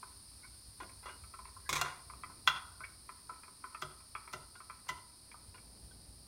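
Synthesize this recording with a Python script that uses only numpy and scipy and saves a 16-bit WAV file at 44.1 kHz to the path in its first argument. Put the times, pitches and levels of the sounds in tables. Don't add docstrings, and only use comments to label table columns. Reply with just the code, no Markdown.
import sys
import numpy as np
from scipy import signal
from scipy.fft import rfft, irfft
from scipy.io import wavfile
from scipy.ndimage import uniform_filter1d

SR = 44100
rng = np.random.default_rng(int(sys.argv[2]) if len(sys.argv) > 2 else 0)


def unload_audio(sound):
    columns = np.transpose(np.atleast_2d(sound))
    steps = np.round(np.clip(columns, -1, 1) * 32767)
    wavfile.write(sys.argv[1], SR, steps.astype(np.int16))


N = 276815

# (time [s], level [dB], level of the upper modes [dB], favoured lower mode [Hz])
KNOCKS = [(.030, -42.5, -56, 950), (.445, -57.5, -68, 1020), (0.894, -62, -54, 1280),
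          (1.238, -53, -57, 1290), (1.339, -43.5, -53, 1290), (1.39, -43, -56, 990),
          (1.454, -47.5, -52, 1010), (1.48, -52, -61, 1010), (1.566, -48, -78, 966),
          (2.099, -43, -52, 1300), (2.136, -44.5, -58, 1010), (2.236, -37, -43.5, 1290),
          (2.3, -48.5, -70, 990), (2.806, -41, -54, 1470), (2.841, -50, -41.5, 1280),
          (3.092, -40, -47, 1290), (3.295, -37.5, -56, 1270), (3.435, -49.5, -50, 1290),
          (3.481, -49, -64, 1290), (3.641, -37.5, -47, 1360), (3.748, -38.5, -44, 1310),
          (4.005, -59, -61, 1030), (4.152, -33.5, -38, 1265), (4.277, -44, -48, 1280),
          (4.604, -45, -55, 1270), (4.699, -39, -47.5, 1290), (5.316, -56.5, -48, 1020),
          (5.343, -48.5, -67, 1290), (5.58, -60, -55, 1400)]
# (frequency [Hz], level [dB], time to fall 60 dB [s])
THUD_MODES = [(390.5, 4, 0.22), (661, 7, 0.14)]
JAW_MODES = [(993, -10.5, 0.044), (1011, 2, 0.019), (1152, -11.5, 0.053), (1295, -0.5, 0.024),
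             (1483, -16.5, 0.067), (1600, 8, 0.0028)]
TIP_MODES = [(1750, 9.5, 0.0086), (2014, 2.5, 0.014), (2157, 1, 0.02), (2365, 6, 0.013), (2497, 1, 0.016),
             (2670, -3, 0.014), (3275, -2, 0.011)]
# (time [s], level [dB], ring length factor [-], first favoured mode [Hz],
# its boost [dB], second favoured mode [Hz], its boost [dB], tilt [dB per octave], tick [dB], tug on box [dB])
WIRE_SNAPS = [(2.4742, -23.5, 0.35, 1480, 8.5, 3330, 10.5, 3, -26, -51),
              (3.8216, -43.5, 0.42, 1285, 13, 3330, 14, -2.5, -41, -47),
              (4.3337, -42.5, 0.46, 1260, 6, 1970, 3, -4, -41.5, -52.5),
              (4.8894, -42.5, 0.64, 983, 10.5, 2040, 10, 0, -36, -54)]
# (frequency [Hz], level [dB], time to fall 60 dB [s])
RING_MODES = [(712, -1, .05), (885, -6, .06), (997, 4, .09), (1130, -5, .04), (1285, 5, .055),
              (1385, 7, .1), (1515, 1, .07), (1840, -9, .05), (2012, 3, .07), (2180, -3, .07),
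              (2380, 1, .06), (2620, -5, .05), (2765, -3, .14), (3330, -1, .045), (3520, -10, .06),
              (4180, -7, .06), (6250, -16, .025)]
# (frequency [Hz], level [dB], time to fall 60 dB [s])
BOX_MODES = [(145, -2, .3), (367, 0, .13), (620, 2, .09)]
# (frequency [Hz], relative level [dB per Hz])
TICK_COLOUR = [(300, -39), (700, -18), (1300, -32), (3000, 4.5), (4800, -1.5), (6500, -2.5), (9000, -13),
               (15000, -16)]
# (time [s], level [dB], fading time [s], ringing relative to the drag [dB])
WIRE_DRAGS = [(.802, -45.5, 0.01, -4.5), (.832, -48.5, 0.0054, -14), (1.026, -61, 0.034, 3),
              (1.056, -46.5, 0.015, -1.5), (1.083, -45.5, 0.025, -3.5), (1.6905, -31, 0.012, -26),
              (1.7276, -30, 0.011, -8), (1.754, -32, 0.019, -11), (1.787, -42, 0.065, -4),
              (1.8125, -29, 0.0043, -2.5), (1.844, -42, 0.054, -5), (1.858, -41.5, 0.012, -0.5),
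              (2.837, -60.5, 0.0047, 6), (4.552, -61, 0.0066, 7), (4.867, -59, 0.0093, -6),
              (5.542, -61.5, 0.0084, 5)]
# (frequency [Hz], relative level [dB per Hz])
SCRAPE_COLOUR = [(100, -14), (200, -25.5), (400, -9.5), (780, -10.5), (1020, 5), (1500, -8.5), (2200, 1),
                 (2900, -13.5), (3500, -3.5), (4500, -14.5), (6200, -8.5), (10500, -22), (15500, -27.5)]
# (time [s], length [s], lower tone [Hz], its level [dB], upper tone [Hz], its level [dB])
WIRE_SQUEAKS = [(0.424, 0.04, 1484, -56.5, 2226, -55), (1.648, 0.042, 1644, -56, 1980, -63),
                (2.833, 0.015, 1545, -49, 2200, -42.5), (5.906, 0.02, 1520, -61, 3310, -68)]
# (time [s], level [dB])
JOLTS = [(.81, -53), (1.08, -64), (1.715, -48), (2.48, -59), (3.295, -62), (3.825, -56.5), (4.335, -53.5),
         (4.895, -57.5)]
# (frequency [Hz], relative level [dB per Hz])
SHUDDER_COLOUR = [(60, -6), (140, 2.5), (220, -4.5), (360, 3), (480, -4.5), (680, -1.5), (900, -10),
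                  (2500, -50)]
# (delay [s], level [dB])
STUD_ECHOES = [(.0031, -14), (.0066, -7), (.0105, -14), (.0142, -18)]
# (frequency [Hz], time to fall 60 dB [s])
ROOM_T60 = [(150, 0.22), (500, 1), (1000, 0.71), (2500, 0.37), (5000, 0.53), (9000, 0.22), (15000, 0.28)]
# (frequency [Hz], relative level [dB per Hz])
RUMBLE_COLOUR = [(15, -48), (30, -16), (45, -11.5), (57, 11), (70, -0.5), (90, 4), (120, -4), (180, -20),
                 (400, -38)]
# (time [s], level [dB])
RUMBLE_LEVEL = [(0, -62), (2.85, -61), (3.5, -69.5), (4.0, -65.5), (5.27, -68), (5.6, -62), (6.28, -61.5)]
# (time [s], level [dB])
BUMPS = [(.67, -54), (1.215, -51), (5.47, -54), (5.835, -50), (6.08, -53)]
# (middle [s], half length [s], level [dB])
ARM_SWINGS = [(2.296, 0.24, -65), (5.823, 0.56, -64.5)]
# (frequency [Hz], relative level [dB per Hz])
SWISH_COLOUR = [(60, 1.5), (130, 4.5), (280, 3), (420, -4), (900, -8), (3000, -98)]
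# (frequency [Hz], relative level [dB per Hz])
HISS_COLOUR = [(200, -9.5), (500, -22), (1000, -1.5), (2000, -8.5), (3400, -8), (4400, 7.5), (5100, 7.5),
               (6000, -7), (7600, -10), (8800, 9.5), (9700, 10.5), (10700, -6), (13000, -7.5), (15800, -14)]

TIP_HZ = 2360
MIDDLING_KNOCK_DB = -42.5


def clacks(jaw_db=-4, tip_db=-5, favour_db=4, detune=0.014, lead_s=0.002, rise_s=0.0024):
    thud_db, thud_growth = -66.5, 0.7
    chatter_db, chatter_s, chatter_count = -10, 0.012, 3
    out = np.zeros(N)
    for time, db, upper_db, jaw_hz in KNOCKS:
        jaw = favoured(JAW_MODES, jaw_hz, favour_db)
        tip = favoured(TIP_MODES, TIP_HZ, favour_db)
        low_db = thud_db + thud_growth * (db - MIDDLING_KNOCK_DB)
        contacts = [(0.00045, 0.01)]
        for delay in rng.random(chatter_count) * chatter_s:
            contacts.append((delay, chatter_db))
        parts = [(jaw, db + jaw_db), (tip, upper_db + tip_db), (THUD_MODES, low_db)]
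        for modes, level_db in parts:
            gripped = np.array(modes) * [1 + detune * rng.standard_normal(), 1, 1]
            knock = peaked(ring(gripped, rise_s, size=6000))
            for delay, contact_db in contacts:
                add(out, time - lead_s + delay, amp(level_db + contact_db) * knock)
    return out


def snaps(rise_s=0.0042, box_rise_s=0.0064, tick_rise_s=0.00032, tick_fade_s=0.0039, size=2048):
    out = np.zeros(N)
    t = seconds(size)
    tick_shape = np.exp(-t / tick_fade_s) * (1 - np.exp(-t / tick_rise_s))
    for time, db, length, hz_a, boost_a, hz_b, boost_b, tilt_db, tick_db, tug_db in WIRE_SNAPS:
        hz, mode_db, t60 = favoured(favoured(RING_MODES, hz_a, boost_a), hz_b, boost_b).T
        tilted_db = mode_db + tilt_db * np.log2(hz / 1600)
        modes = np.transpose([hz, tilted_db, t60 * length])
        add(out, time, amp(db) * ring(modes, rise_s * length))
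        add(out, time, amp(tick_db) * noise(TICK_COLOUR, size) * tick_shape)
        add(out, time, amp(tug_db) * ring(BOX_MODES, box_rise_s))
    return out


def scrapes(slips_per_s=1700, grit_db=10, contact_s=0.00046, box_db=-24, box_rise_s=0.014, size=8192):
    out = np.zeros(N)
    t, hz = seconds(size), np.fft.rfftfreq(size, 1 / SR)
    for time, db, rise, fade, tilt_db, ring_db in strokes():
        slips = (rng.random(size) < slips_per_s / SR) * np.sign(rng.standard_normal(size))
        slips = slips * amp(grit_db * rng.random(size))
        slips = slips * np.exp(-t / fade) * (1 - np.exp(-t / rise))
        colour_db = read(SCRAPE_COLOUR, hz) + tilt_db * np.log2(np.maximum(hz, 800) / 2000)
        log_gain = np.log(amp(colour_db))
        mirrored = np.r_[log_gain, log_gain[-2:0:-1]]
        colour = np.exp(np.conj(signal.hilbert(mirrored)))[:len(hz)]
        rasp = peaked(irfft(rfft(slips) * colour))
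        sliding = np.array(RING_MODES) * [1 + 0.041 * rng.random(), 1, 0.87]
        ringing = peaked(signal.fftconvolve(slips, ring(sliding, contact_s)))
        add(out, time, amp(db) * rasp)
        add(out, time, amp(db + ring_db) * ringing)
        add(out, time, amp(db + box_db) * peaked(ring(BOX_MODES, box_rise_s)))
    return out


def strokes(firm_db=-34, tilt_per_db=0.5):
    # (time [s], level [dB], build-up [s], fading [s], tilt [dB per octave], ringing [dB])
    listed = []
    for time, db, fade, ring_db in WIRE_DRAGS:
        build = 0.0005 * (fade / 0.0059) ** 0.56
        listed.append((time, db, build, fade, tilt_per_db * (db - firm_db), ring_db))
    for time, *_ in WIRE_SNAPS:
        listed.append((time - 0.006, -50, 0.0027, 0.0045, 4, 2))
    return listed


def chafing(tip_db=-6, ticks_per_s=220, spread_db=4, rise_s=0.00053, steady_db=-82):
    settle_db, settle_growth = -65, 1
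    strength = amp(spread_db * np.minimum(rng.exponential(1, N), 3))
    ticks = (rng.random(N) < ticks_per_s / SR) * strength
    body = peaked(ring(JAW_MODES, rise_s)) + amp(tip_db) * peaked(ring(TIP_MODES, rise_s))
    upsets = [(time, settle_db + settle_growth * (db - MIDDLING_KNOCK_DB))
              for time, db, *_ in KNOCKS + WIRE_SNAPS]
    settling = aftermath(upsets, rise=0.04, fade=0.06)
    return evened(signal.oaconvolve(ticks, body)[:N]) * np.hypot(amp(steady_db), settling)


def squeaks(waver=0.034, smoothing=90):
    out = np.zeros(N)
    for time, length, low_hz, low_db, high_hz, high_db in WIRE_SQUEAKS:
        swell = np.hanning(round(length * SR))
        wander = evened(uniform_filter1d(rng.standard_normal(4096), smoothing))
        drift = 1 + waver * wander[:len(swell)]
        for hz, db in (low_hz, low_db), (high_hz, high_db):
            phase = 2 * np.pi * np.cumsum(hz * drift) / SR
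            add(out, time, amp(db) * swell * np.sin(phase))
    return out


def shudder(knock_db=2, boom_db=2):
    woody = noise(SHUDDER_COLOUR) * aftermath(JOLTS, rise=0.008, fade=0.05)
    boom = noise(RUMBLE_COLOUR) * aftermath(JOLTS, rise=0.05, fade=0.09)
    return amp(knock_db) * woody + amp(boom_db) * boom


def studs(x):
    out = x.copy()
    for delay, db in STUD_ECHOES:
        add(out, delay, amp(db) * x)
    return out


def room(x, tail_db=-10, early_db=4, early_fade_s=0.025, build_s=0.0024):
    wall_db, wall_s, wall_width_s = -1, 0.092, 0.016
    hz, t, bands = signal.stft(rng.standard_normal(SR), SR, nperseg=256)
    dying = bands * amp(-60 * t / read(ROOM_T60, hz)[:, None])
    tail = signal.istft(dying, SR, nperseg=256)[1][:SR]
    t = seconds(len(tail))
    tail = tail / np.sqrt(np.sum(amp(-60 * t / read(ROOM_T60, 1140)) ** 2))
    early = amp(early_db) * np.exp(-t / early_fade_s)
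    wall = amp(wall_db) * np.exp(-((t - wall_s) / wall_width_s) ** 2)
    shape = (1 + early + wall) * np.minimum(t / build_s, 1)
    return amp(tail_db) * signal.fftconvolve(x, tail * shape)[:N]


def background(bump_db=4, swish_db=-69.5, hiss_start_db=-57, hiss_end_db=-59.5):
    t = seconds(N)
    bumps = amp(bump_db) * aftermath(BUMPS, rise=0.01, fade=0.027)
    rumble_level = amp(np.interp(t, *np.transpose(RUMBLE_LEVEL)))
    rumble = noise(RUMBLE_COLOUR) * np.hypot(rumble_level, bumps)
    swings = sum(amp(db) * np.exp(-((t - middle) / half) ** 2) for middle, half, db in ARM_SWINGS)
    swish = noise(SWISH_COLOUR) * np.hypot(amp(swish_db), swings)
    hiss_db = hiss_start_db + (hiss_end_db - hiss_start_db) * t / t[-1]
    hiss = noise(HISS_COLOUR) * amp(hiss_db)
    return rumble + swish + hiss


def ring(modes, rise, size=12000):
    t = seconds(size)
    hz, db, t60 = np.transpose(modes)[:, :, None]
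    phase = rng.random(hz.shape)
    tones = amp(db - 60 * t / t60) * np.sin(2 * np.pi * (hz * t + phase))
    return tones.sum(0) * (1 - np.exp(-(t / rise) ** 2))


def favoured(modes, hz, boost_db, focus=0.043):
    f, db, t60 = np.transpose(modes)
    nearness = np.exp(-(np.log(f / hz) / focus) ** 2)
    return np.transpose([f, db + boost_db * nearness, t60])


def aftermath(events, rise, fade):
    power = np.zeros(N)
    t = seconds(SR)
    for time, db in events:
        add(power, time, (amp(db) * (1 - np.exp(-t / rise)) * np.exp(-t / fade)) ** 2)
    return np.sqrt(power)


def noise(points, size=N):
    spectrum = rfft(rng.standard_normal(size))
    gain = amp(read(points, np.fft.rfftfreq(size, 1 / SR)))
    return evened(irfft(spectrum * gain, size))


def read(points, hz):
    f, value = np.transpose(points)
    return np.interp(np.log(hz + 1), np.log(f + 1), value)


def amp(db):
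    return 10 ** (np.asarray(db) / 20)


def evened(x):
    return x / np.sqrt(np.mean(x ** 2) + 1e-20)


def peaked(x, size=176):
    return x / np.sqrt(uniform_filter1d(x ** 2, size).max() + 1e-20)


def add(mix, time, sound):
    part = mix[max(round(time * SR), 0):][:len(sound)]
    part += sound[:len(part)]


def seconds(size):
    return np.arange(size) / SR


def scene(clack_room_db=1, snap_room_db=3.0, scrape_room_db=-1):
    knocks = clacks() + chafing() + squeaks()
    rings = snaps()
    drags = scrapes()
    to_room = amp(clack_room_db) * knocks + amp(snap_room_db) * rings + amp(scrape_room_db) * drags
    mix = studs(knocks + rings) + drags + room(to_room) + shudder() + background()
    return mix[None]


def record(dry, edge_hz=15950):
    low_pass = signal.firwin(511, edge_hz, window=("kaiser", 9), fs=SR)
    return signal.oaconvolve(dry, low_pass[None], "same")


dry = scene()
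out = record(dry)
unload_audio(out)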